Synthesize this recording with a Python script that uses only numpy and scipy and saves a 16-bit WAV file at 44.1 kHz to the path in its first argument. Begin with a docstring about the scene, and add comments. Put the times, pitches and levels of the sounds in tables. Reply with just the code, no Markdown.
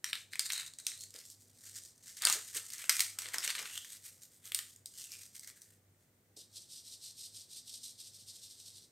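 """A quiet kitchen with a faint mains hum: a small paper packet is shaken, dropped and crumpled in a wire
sieve, then the sieve is rocked and dry powder slides to and fro over the mesh.
Paper and powder are noise grains shaped by spectra and swells, creases are noise bursts each of its own colour,
knocks are dull puffs with ringing sines, and the drumming mesh is a resonance driven by grains.
A close pair of microphone ports hears all this with the tail of the room."""
import sys
import numpy as np
from scipy import signal
from scipy.io import wavfile

SR = 44100
rng = np.random.default_rng(int(sys.argv[2]) if len(sys.argv) > 2 else 0)


def unload_wav(signal):
    """Save mono or channel-first audio to the path in sys.argv[1] as 16-bit WAV at rate SR, clipped to [-1, 1]."""
    wavfile.write(
        sys.argv[1],
        SR,
        np.round(np.clip(np.atleast_2d(signal).T, -1, 1) * 32767).astype(np.int16),
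    )


N = 392931

# Background spectrum. Each row: frequency in Hz, relative level in dB.
AIR_SPECTRUM = [(25, -17.5), (60, -6.5), (120, 1.5), (250, -5), (500, -7.5), (1000, -18), (2000, -15),
                (2700, -21), (5000, -21.5), (8800, -17), (10500, -23.5), (15300, -17), (16300, -41)]
# Likeness of the background at the two ports. Each row: frequency in Hz, left-right correlation from 0 to 1.
AIR_LIKENESS = [(60, 1), (180, 0.94), (550, 0.91), (1650, 0.23), (4970, 0.24), (15000, 0.18)]
# Wavering hum. Each row: frequency in Hz, width in Hz, rms level in dB.
HUM_BANDS = [(98.8, 5.8, -75.5), (244.5, 6.1, -86.5)]
AIR_DB = -72  # rms level without the hum

# Creases of the paper snapping over. Each row: start in seconds, level in dB of the part above the lows
# and below the treble (its energy spread over 4 ms), lows below 2.8 kHz against it in dB,
# centre of the burst's own broad colour in Hz.
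CREASES = [(0.042, -29, -4.5, 5730), (0.13, -34, 5.5, 3550), (0.153, -41, -1, 3720), (.333, -46, 5.5, 2200),
           (.355, -39.5, -8, 2080), (0.3934, -23, -8.5, 4850), (0.4569, -39, -9.5, 4440),
           (.4624, -39, -19, 5060), (0.5018, -35, 3.5, 3860), (0.5205, -31.5, -13, 8800),
           (0.5321, -30.5, -8, 4220), (0.577, -40, -15, 4100), (.5975, -38, -37, 4170),
           (.631, -58, 4, 1450), (.667, -51.5, -3, 3730), (0.7358, -48.5, -33, 4350),
           (.786, -40.5, -17, 7900), (0.8662, -26, -12, 8550), (0.917, -47, 0, 8850),
           (1.0072, -44, -34, 8250), (1.036, -43.5, -14, 6650), (1.105, -50.5, -20, 7700),
           (1.14, -48, -10, 5650), (1.161, -45.5, -13, 4970), (1.188, -47.5, -16, 5200),
           (1.261, -51, -31, 7400), (1.3, -48, -28, 7100), (1.8354, -51, -32, 9400),
           (1.85, -50, -19.5, 7100), (2.22, -30.5, -10, 4400), (2.2507, -17.5, -13, 4700),
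           (2.2701, -21.5, -2, 8340), (2.285, -30, -12, 6500), (2.298, -23, -21, 8200),
           (2.325, -24.5, -35, 6950), (2.547, -42, -12, 9300), (2.577, -43, 0.5, 8400),
           (2.702, -42.5, -10.5, 9000), (2.734, -41, -17.5, 6350), (2.781, -43, -19.5, 6300),
           (2.8405, -41.5, -14.5, 1730), (2.894, -18, -5.5, 5400), (2.8985, -26.5, -5, 5570),
           (2.9665, -31.5, -11, 9150), (2.9934, -25.5, -5.5, 8840), (3.0043, -19.5, -7.5, 8240),
           (3.187, -30, -9.5, 8060), (3.219, -37, -7, 8600), (3.2569, -48, 6.5, 2160),
           (3.266, -44, -26, 4040), (3.2856, -39.5, -5.5, 8750), (3.3353, -42, -21, 4540),
           (3.343, -34.5, -53, 1850), (3.358, -43, -13, 5960), (3.3826, -28.5, -10, 5640),
           (3.404, -42, -13, 5460), (3.4295, -43, 1, 7500), (3.445, -39, -7, 4200), (3.476, -30, -3, 5960),
           (3.5019, -30, -10.5, 4570), (3.551, -38, 4.5, 4270), (3.5814, -48.5, 10.5, 4480),
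           (3.596, -40, -9, 5500), (3.626, -43, -26, 6900), (3.655, -53.5, 12, 2100),
           (3.776, -35.5, -18, 2950), (3.846, -47, -0.5, 6650), (4.233, -50, -18, 6640),
           (4.454, -46, -15, 6960), (4.519, -37, -5.5, 2960), (4.5461, -25.5, -8.5, 9260),
           (4.5889, -34, -2.5, 6840), (4.7607, -51.5, -18, 7200), (4.8577, -38.5, -21.5, 7870),
           (5.04, -44.5, -19, 8950), (5.118, -42, -13, 5460), (5.394, -42.5, -22, 7800),
           (5.409, -57, -30, 6140), (5.445, -49, -22, 8150), (5.473, -48, -18, 9430),
           (5.4993, -49.5, -4.5, 7940), (5.618, -49, -23.5, 7500)]
# Spectrum of rustling paper. Each row: frequency in Hz, gain in dB.
PAPER_SPECTRUM = [(30, -65), (100, -49.5), (300, -45), (700, -36.5), (1380, -15.5), (2050, -9),
                  (2500, -11.5), (4420, 2), (6500, 5.5), (8800, 6), (10000, -4), (12700, -2),
                  (15300, -11.5), (16300, -23.5)]
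# Treble of the packet above 9.8 kHz. Each row: time in seconds, level against the middle band in dB.
PAPER_TREBLE = [(.1, -9.5), (.9, -11), (1.35, -4.5), (1.7, -7.5), (2.2, -9.5), (2.6, -6.5), (3.1, -6.5),
                (3.5, -10), (4.0, -5), (4.5, -3), (4.9, -7.5), (5.7, -4.5)]
SNAP_S, SNAP_TREBLE_DB = 0.0023, -1  # time constant of the burst; its treble against the rustle's
COLOUR_WIDTH_HZ = 1200  # each burst has its own broad colour

# Rubs and rustles of the packet. Each row: peak time in seconds, peak level of the middle band in dB,
# fall time in seconds, lows below 2.8 kHz against the middle band in dB.
RUBS_OF_PACKET = [(.06, -54, 0.0067, -2), (.09, -48, 0.015, -2), (.19, -54.5, 0.022, -13),
                  (0.335, -50, 0.0087, -6), (.405, -51, 0.011, -13), (.461, -41, 0.01, -8),
                  (.53, -47, 0.039, -5), (.58, -42, 0.031, -1.5), (.666, -48, 0.0079, -15),
                  (0.796, -46, 0.0052, -7.5), (.92, -52, 0.052, -12), (1.015, -49.5, 0.023, -28),
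                  (1.1, -65, 0.013, -25), (1.155, -53, 0.0081, -3.5), (1.195, -56, 0.029, -7.5),
                  (1.256, -53, 0.0073, -19), (1.301, -55, 0.026, -30), (1.432, -65, 0.04, -20),
                  (1.489, -63.5, 0.014, -13), (1.62, -61, 0.055, -23), (1.676, -50.5, 0.028, -14),
                  (1.765, -45.5, .016, -14.5), (1.85, -58, 0.037, -26), (1.975, -66, 0.015, -15),
                  (2.039, -59, .01, -18), (2.087, -51, 0.034, -13), (2.184, -45.5, 0.014, -11.5),
                  (2.235, -40.5, 0.011, 1.5), (2.28, -42.5, .015, -1), (2.33, -38.5, 0.035, -5.5),
                  (2.45, -52, 0.079, -13.5), (2.566, -36, 0.017, -8), (2.66, -52.5, 0.067, -15),
                  (2.74, -44, 0.015, -9.5), (2.81, -48, 0.033, -4.5), (2.95, -41.5, 0.047, -7.5),
                  (3.05, -46, 0.043, -15), (3.24, -49, 0.033, -4), (3.347, -37.5, 0.011, -3),
                  (3.444, -38, 0.014, -4.5), (3.5, -43, 0.0093, 3), (3.579, -43.5, 0.034, -4),
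                  (3.68, -50, 0.072, -5.5), (3.75, -45.5, 0.017, -8), (3.853, -57, 0.039, -25),
                  (3.929, -50, 0.029, -9.5), (4.067, -51, 0.025, -11), (4.16, -65.5, 0.037, -12),
                  (4.242, -56.5, 0.024, -13.5), (4.33, -64.5, 0.047, -11), (4.469, -51.5, 0.021, -7),
                  (4.6, -58, 0.048, -3.5), (4.7, -59, .033, -21), (4.92, -66, 0.019, -24),
                  (4.998, -47.5, 0.029, -15), (5.06, -56, 0.025, -16), (5.135, -49.5, 0.033, -14.5),
                  (5.236, -51, 0.026, -15.5), (5.358, -50, 0.012, -15), (5.44, -56.5, 0.02, -25),
                  (5.486, -49.5, .011, -14), (5.572, -62, 0.014, -11), (5.625, -60, 0.017, -32),
                  (5.685, -66, 0.03, -12), (5.74, -68, 0.017, -8), (6.02, -76, .026, -9)]
# Hollow of the folded packet. Each row: time in seconds, pitch in Hz, level against the middle band in dB.
POCKET_PITCH = [(.1, 3750, -8), (.6, 3770, -5.5), (.95, 4040, -3), (1.3, 5900, -16), (1.6, 1850, -23),
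                (2.6, 1920, -31), (2.95, 2370, -13), (3.55, 1980, -22), (3.75, 2900, -10), (3.82, 3070, -5),
                (4.1, 3670, -34), (4.5, 3100, -19), (5.0, 2940, -18.5), (5.14, 2470, -11), (5.3, 2280, -35),
                (5.45, 1950, -10.5), (5.75, 1800, -18)]
RUB_RISE = 0.83  # rise as a share of the fall

# Decay of the room. Each row: frequency in Hz, time to fall by 60 dB in seconds.
KITCHEN_DECAY = [(500, 0.27), (2000, 0.32), (8000, 0.34), (15000, 0.22)]

# Dull knocks of sieve and hand. Each row: start in seconds, level in dB, relative level of the frame ring in dB.
KNOCKS_OF_SIEVE = [(1.145, -51.5, -10), (2.272, -60, -8), (2.342, -44.5, -20), (2.556, -56, 8.5),
                   (2.894, -57, -16), (3.249, -53.5, -2), (3.335, -55, 0), (3.359, -52, -3),
                   (3.475, -53.5, 0), (3.497, -67, -4), (3.588, -50, -10), (4.516, -71, 10),
                   (4.587, -66.5, -11.5), (6.367, -57.5, 3.5), (6.566, -64, -1)]
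# Ringing modes of the sieve frame. Each row: frequency in Hz, relative level in dB, time to fall by 60 dB in seconds.
FRAME_MODES = [(330, -9.5, 0.13), (430, -2.5, 0.071), (585, -7.5, 0.031)]
# Spectrum of the dull puff. Each row: frequency in Hz, gain in dB.
THUD_SPECTRUM = [(60, -25.5), (200, -9), (500, 7), (900, -12), (2000, -43)]

# The hand pushes the packet into the mesh. Each row: peak time in seconds, peak level in dB.
PRESSES = [(2.269, -43), (2.598, -67.5), (2.895, -63), (3.005, -59.5), (3.19, -61), (3.27, -60.5),
           (3.366, -56.5), (3.5, -60), (3.602, -54)]
PRESS_RISE_S, PRESS_FALL_S = 0.017, 0.039

# Rocks of the sieve, each throwing the powder across and back. Each row: peak time in seconds, peak level
# in dB, time to the slide back in seconds, level of the slide back against the first in dB.
ROCKS_OF_SIEVE = [(6.379, -54, .03, -3.5), (6.569, -49.5, 0.056, -9), (6.727, -50, 0.047, -0.5),
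                  (6.874, -51, 0.053, 0), (7.042, -49.5, 0.042, -1), (7.202, -47, 0.049, -3),
                  (7.363, -49, 0.044, -4.5), (7.525, -51, 0.048, 0.5), (7.692, -49, 0.058, 0),
                  (7.849, -48, 0.044, -5.5), (8.008, -51, 0.057, -0.5), (8.157, -55, 0.052, -1),
                  (8.292, -52, 0.068, 0), (8.442, -51.5, 0.073, -1.5), (8.604, -53, 0.073, 2.5),
                  (8.77, -54, 0.059, -7.5)]
# Spectrum of sliding powder. Each row: frequency in Hz, gain in dB.
POWDER_SPECTRUM = [(1500, -28), (2300, -16.5), (3850, 4.5), (5700, 4.5), (6600, 0), (8800, 5.5),
                   (10000, -5), (13000, -6.5), (14500, -15.5), (16000, -54)]
SLIDE_RISE_S, SLIDE_FALL_S = 0.017, 0.021
JOLT_S, JOLT_RISE_S = 6.362, 0.0062  # a blow of the hand starts the powder at once

# Port resonances. Each row: frequency in Hz, width in Hz, share added at the left and taken at the right.
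PORT_MODES = [(1900, 590, 0.3), (9100, 1200, 0.15), (9600, 1100, -0.4)]
EDGE_HZ = 16600  # upper band limit


def gain_of(db):
    """Level law: decibels become an amplitude factor."""
    return 10 ** (np.asarray(db) / 20)


def evened(x):
    """Normalisation by power: scales to rms 1."""
    return x / np.sqrt(np.mean(x ** 2) + 1e-20)


def read(points, hz):
    """Logarithmic frequency scale: interpolates a table over it."""
    f, value = np.transpose(points)
    return np.interp(np.log(hz + 1), np.log(f + 1), value)


def over_time(points):
    """Linear interpolation: a table of times and values becomes a curve over the samples."""
    return np.interp(np.arange(N) / SR, *np.transpose(points))


def resonate(x, hz, width):
    """Resonance by heterodyning: shifts hz (fixed or a curve) to zero, smooths twice, shifts back; peak gain 1."""
    turn = np.exp(2j * np.pi * np.cumsum(hz * np.ones(len(x))) / SR)
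    r = np.exp(-np.pi * width / SR)
    smoothed = signal.lfilter([(1 - r) ** 2], [1, -2 * r, r ** 2], x / turn)
    return 2 * (turn * smoothed).real


def coloured(x, points):
    """Minimum-phase filtering: a causal response with the table's shape; white noise keeps its rms."""
    log_gain = np.log(gain_of(read(points, abs(np.fft.fftfreq(2048, 1 / SR)))))
    # the Hilbert transform of the log gain gives the minimum phase
    taps = np.fft.ifft(np.exp(np.conj(signal.hilbert(log_gain)))).real[:1024]
    return signal.oaconvolve(x, taps / np.linalg.norm(taps))[:len(x)]


def swells(rows, lift_db=0):
    """Addition of powers: sums smooth swells of own rise and fall time; returns the amplitude."""
    t = np.arange(0, N, 32) / SR
    power = 1e-20
    for (s, db, rise, fall), lift in zip(rows, lift_db + np.zeros(len(rows))):
        u = (t - s) / np.where(t < s, max(rise, .002), max(fall, .002))
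        power = power + gain_of(2 * (db + lift)) / np.cosh(np.clip(u, -30, 30)) ** 2
    return np.interp(np.arange(N) / SR, t, np.sqrt(power))


def thirds(x):
    """Band splitting: the low, the middle and the high part of a sound, each at rms 1."""
    edges = [(2800, "low"), ([2800, 9800], "band"), (9800, "high")]
    filters = [signal.butter(3, hz, kind, fs=SR, output="sos") for hz, kind in edges]
    return [evened(signal.sosfilt(sos, x)) for sos in filters]


def grit(per_s, spread_db, grain_s, hiss):
    """Random impulse process: tiny decaying noise grains of uneven size over an even hiss."""
    sizes = gain_of(spread_db * np.minimum(rng.exponential(1, N), 3))
    grains = sizes * (rng.random(N) < per_s / SR)
    puff = np.exp(-np.arange(400) / (grain_s * SR))
    envelope = evened(signal.oaconvolve(grains, puff)[:N]) + hiss
    return evened(envelope * rng.standard_normal(N))


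def air():
    """Partial coherence: room rumble is alike at both ports, microphone hiss unlike; the hum is shared."""
    a, b = np.fft.rfft(rng.standard_normal((2, N)))
    hz = np.fft.rfftfreq(N, 1 / SR)
    same = np.clip(read(AIR_LIKENESS, hz), 0, 1)
    both = np.array([a, same * a + np.sqrt(1 - same ** 2) * b]) * gain_of(read(AIR_SPECTRUM, hz))
    hum = sum(gain_of(db) * evened(resonate(rng.standard_normal(N), f, w)) for f, w, db in HUM_BANDS)
    return gain_of(AIR_DB) * evened(np.fft.irfft(both, N)) + hum


def snaps():
    """Buckling: each crease gives way in a burst of micro-cracks of its own broad colour, then settles."""
    out, t = np.zeros(N + 4096), np.arange(4096) / SR
    sharp = np.exp(-(t / SNAP_S) ** 2)
    settling = gain_of(-16.5) * np.exp(-t / 0.026)
    for (s, db, full_db, hz), cracks in zip(CREASES, rng.standard_normal((len(CREASES), 4096))):
        cracks = cracks * np.minimum(t / 0.001, 1)
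        low, middle, high = thirds(coloured(cracks * (sharp + settling), PAPER_SPECTRUM))
        own_colour = evened(resonate(cracks * sharp, hz, COLOUR_WIDTH_HZ))
        body = evened(middle + 0.75 * own_colour)
        treble_db = SNAP_TREBLE_DB + np.interp(s, *np.transpose(PAPER_TREBLE))
        snap = gain_of(full_db) * low + body + gain_of(treble_db) * high
        spread = np.sqrt(.004 * SR / 4096)  # the level counts as if the energy filled 4 ms
        out[round(s * SR):][:4096] += gain_of(db) * spread * snap
    return out[:N]


def rustle():
    """Friction and cavity resonance: small creases and paper dragging over wire; the pocket's pitch shifts."""
    crackle = grit(per_s=450, spread_db=3.5, grain_s=0.0025, hiss=0.44)
    lone_ticks = grit(per_s=90, spread_db=2.0, grain_s=0.0007, hiss=0)
    crackle = evened(crackle + gain_of(-8.0) * lone_ticks)
    low, middle, high = thirds(coloured(crackle, PAPER_SPECTRUM))
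    s, hz, pocket_db = np.transpose(POCKET_PITCH)
    hollow = evened(resonate(crackle, over_time(np.transpose([s, hz])), 600))
    pocket = gain_of(over_time(np.transpose([s, pocket_db]))) * hollow
    treble = gain_of(over_time(PAPER_TREBLE)) * high
    rubs = [(s, db, RUB_RISE * fall, fall) for s, db, fall, _ in RUBS_OF_PACKET]
    full_db = np.array(RUBS_OF_PACKET)[:, -1]
    return low * swells(rubs, full_db) + (middle + treble + pocket) * swells(rubs)


def kitchen(x):
    """Reverberation: a dense tail, each band dying at its own speed, kept even by passing among three like tails."""
    out = np.zeros((2, N))
    t = np.arange(SR // 2) / SR
    turn = np.arange(N) / SR * 25  # radians: the sound passes steadily among the tails
    for k, (shared, own) in enumerate(rng.standard_normal((3, 2, SR // 2))):
        taps = np.array([shared + 0.18 * own, shared - 0.2 * own]) * np.clip(t / 0.0042, 0, 1)
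        hz, frame_s, z = signal.stft(taps, SR, nperseg=256)
        decay = gain_of(-60 * frame_s / read(KITCHEN_DECAY, hz)[:, None])
        tail = signal.istft(z * decay, SR, nperseg=256)[1]
        share = np.sqrt(2 / 3) * np.cos(turn + k * np.pi / 3)  # the squares sum to 1
        out += signal.fftconvolve(share * x[None], tail / np.linalg.norm(tail[0]), axes=1)[:, :N]
    return out


def knocks():
    """Impact and modal decay: a soft blow gives a dull puff, and the frame of the sieve rings briefly."""
    out, t = np.zeros(N + 4096), np.arange(4096) / SR
    ring = sum(gain_of(db - 60 * t / t60) * np.sin(2 * np.pi * hz * t) for hz, db, t60 in FRAME_MODES)
    noises = rng.standard_normal((len(KNOCKS_OF_SIEVE), 4096))
    for (s, db, ring_db), air_push in zip(KNOCKS_OF_SIEVE, noises):
        thud = 0.12 * evened(coloured(air_push * np.exp(-t / 0.027), THUD_SPECTRUM))
        knock = (thud + gain_of(ring_db) * ring) * np.minimum(t / .003, 1)
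        out[round(s * SR):][:4096] += gain_of(db) * knock
    return out[:N]


def drumming():
    """Forced resonance: the hand presses the packet into the mesh, which drums dully."""
    mesh = resonate(grit(per_s=290, spread_db=2.0, grain_s=0.002, hiss=0.21), 1300, 970)
    presses = [(s, db, PRESS_RISE_S, PRESS_FALL_S) for s, db in PRESSES]
    return swells(presses) * evened(mesh)


def powder():
    """Granular flow: each slide swells and fades; the grains are so many that they hiss."""
    across = [(s, db, SLIDE_RISE_S, SLIDE_FALL_S) for s, db, _, _ in ROCKS_OF_SIEVE]
    back = [(s + later, db + back_db, SLIDE_RISE_S, SLIDE_FALL_S) for s, db, later, back_db in ROCKS_OF_SIEVE]
    started = np.clip((np.arange(N) / SR - JOLT_S) / JOLT_RISE_S, 0, 1)
    grains = grit(per_s=690, spread_db=2.5, grain_s=0.0045, hiss=0.93)
    return started * swells(across + back) * coloured(grains, POWDER_SPECTRUM)


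def scene():
    """Superposition: everything happens at one spot on the worktop, with the room's tail and the air added."""
    near = snaps() + rustle() + knocks() + drumming() + powder()
    return near + gain_of(-8.0) * kitchen(near) + air()


def record(dry):
    """Receiver resonance: the ports resonate a little differently; then the band limit."""
    middle = dry.mean(0)
    apart = sum(share * signal.lfilter(*signal.iirpeak(hz, hz / width, SR), middle)
                for hz, width, share in PORT_MODES)
    heard = dry + np.array([apart, -apart])
    band_limit = signal.firwin(511, EDGE_HZ, window=("kaiser", 9), fs=SR)
    return signal.oaconvolve(heard, band_limit[None], "same")


dry = scene()
out = record(dry)
unload_wav(out)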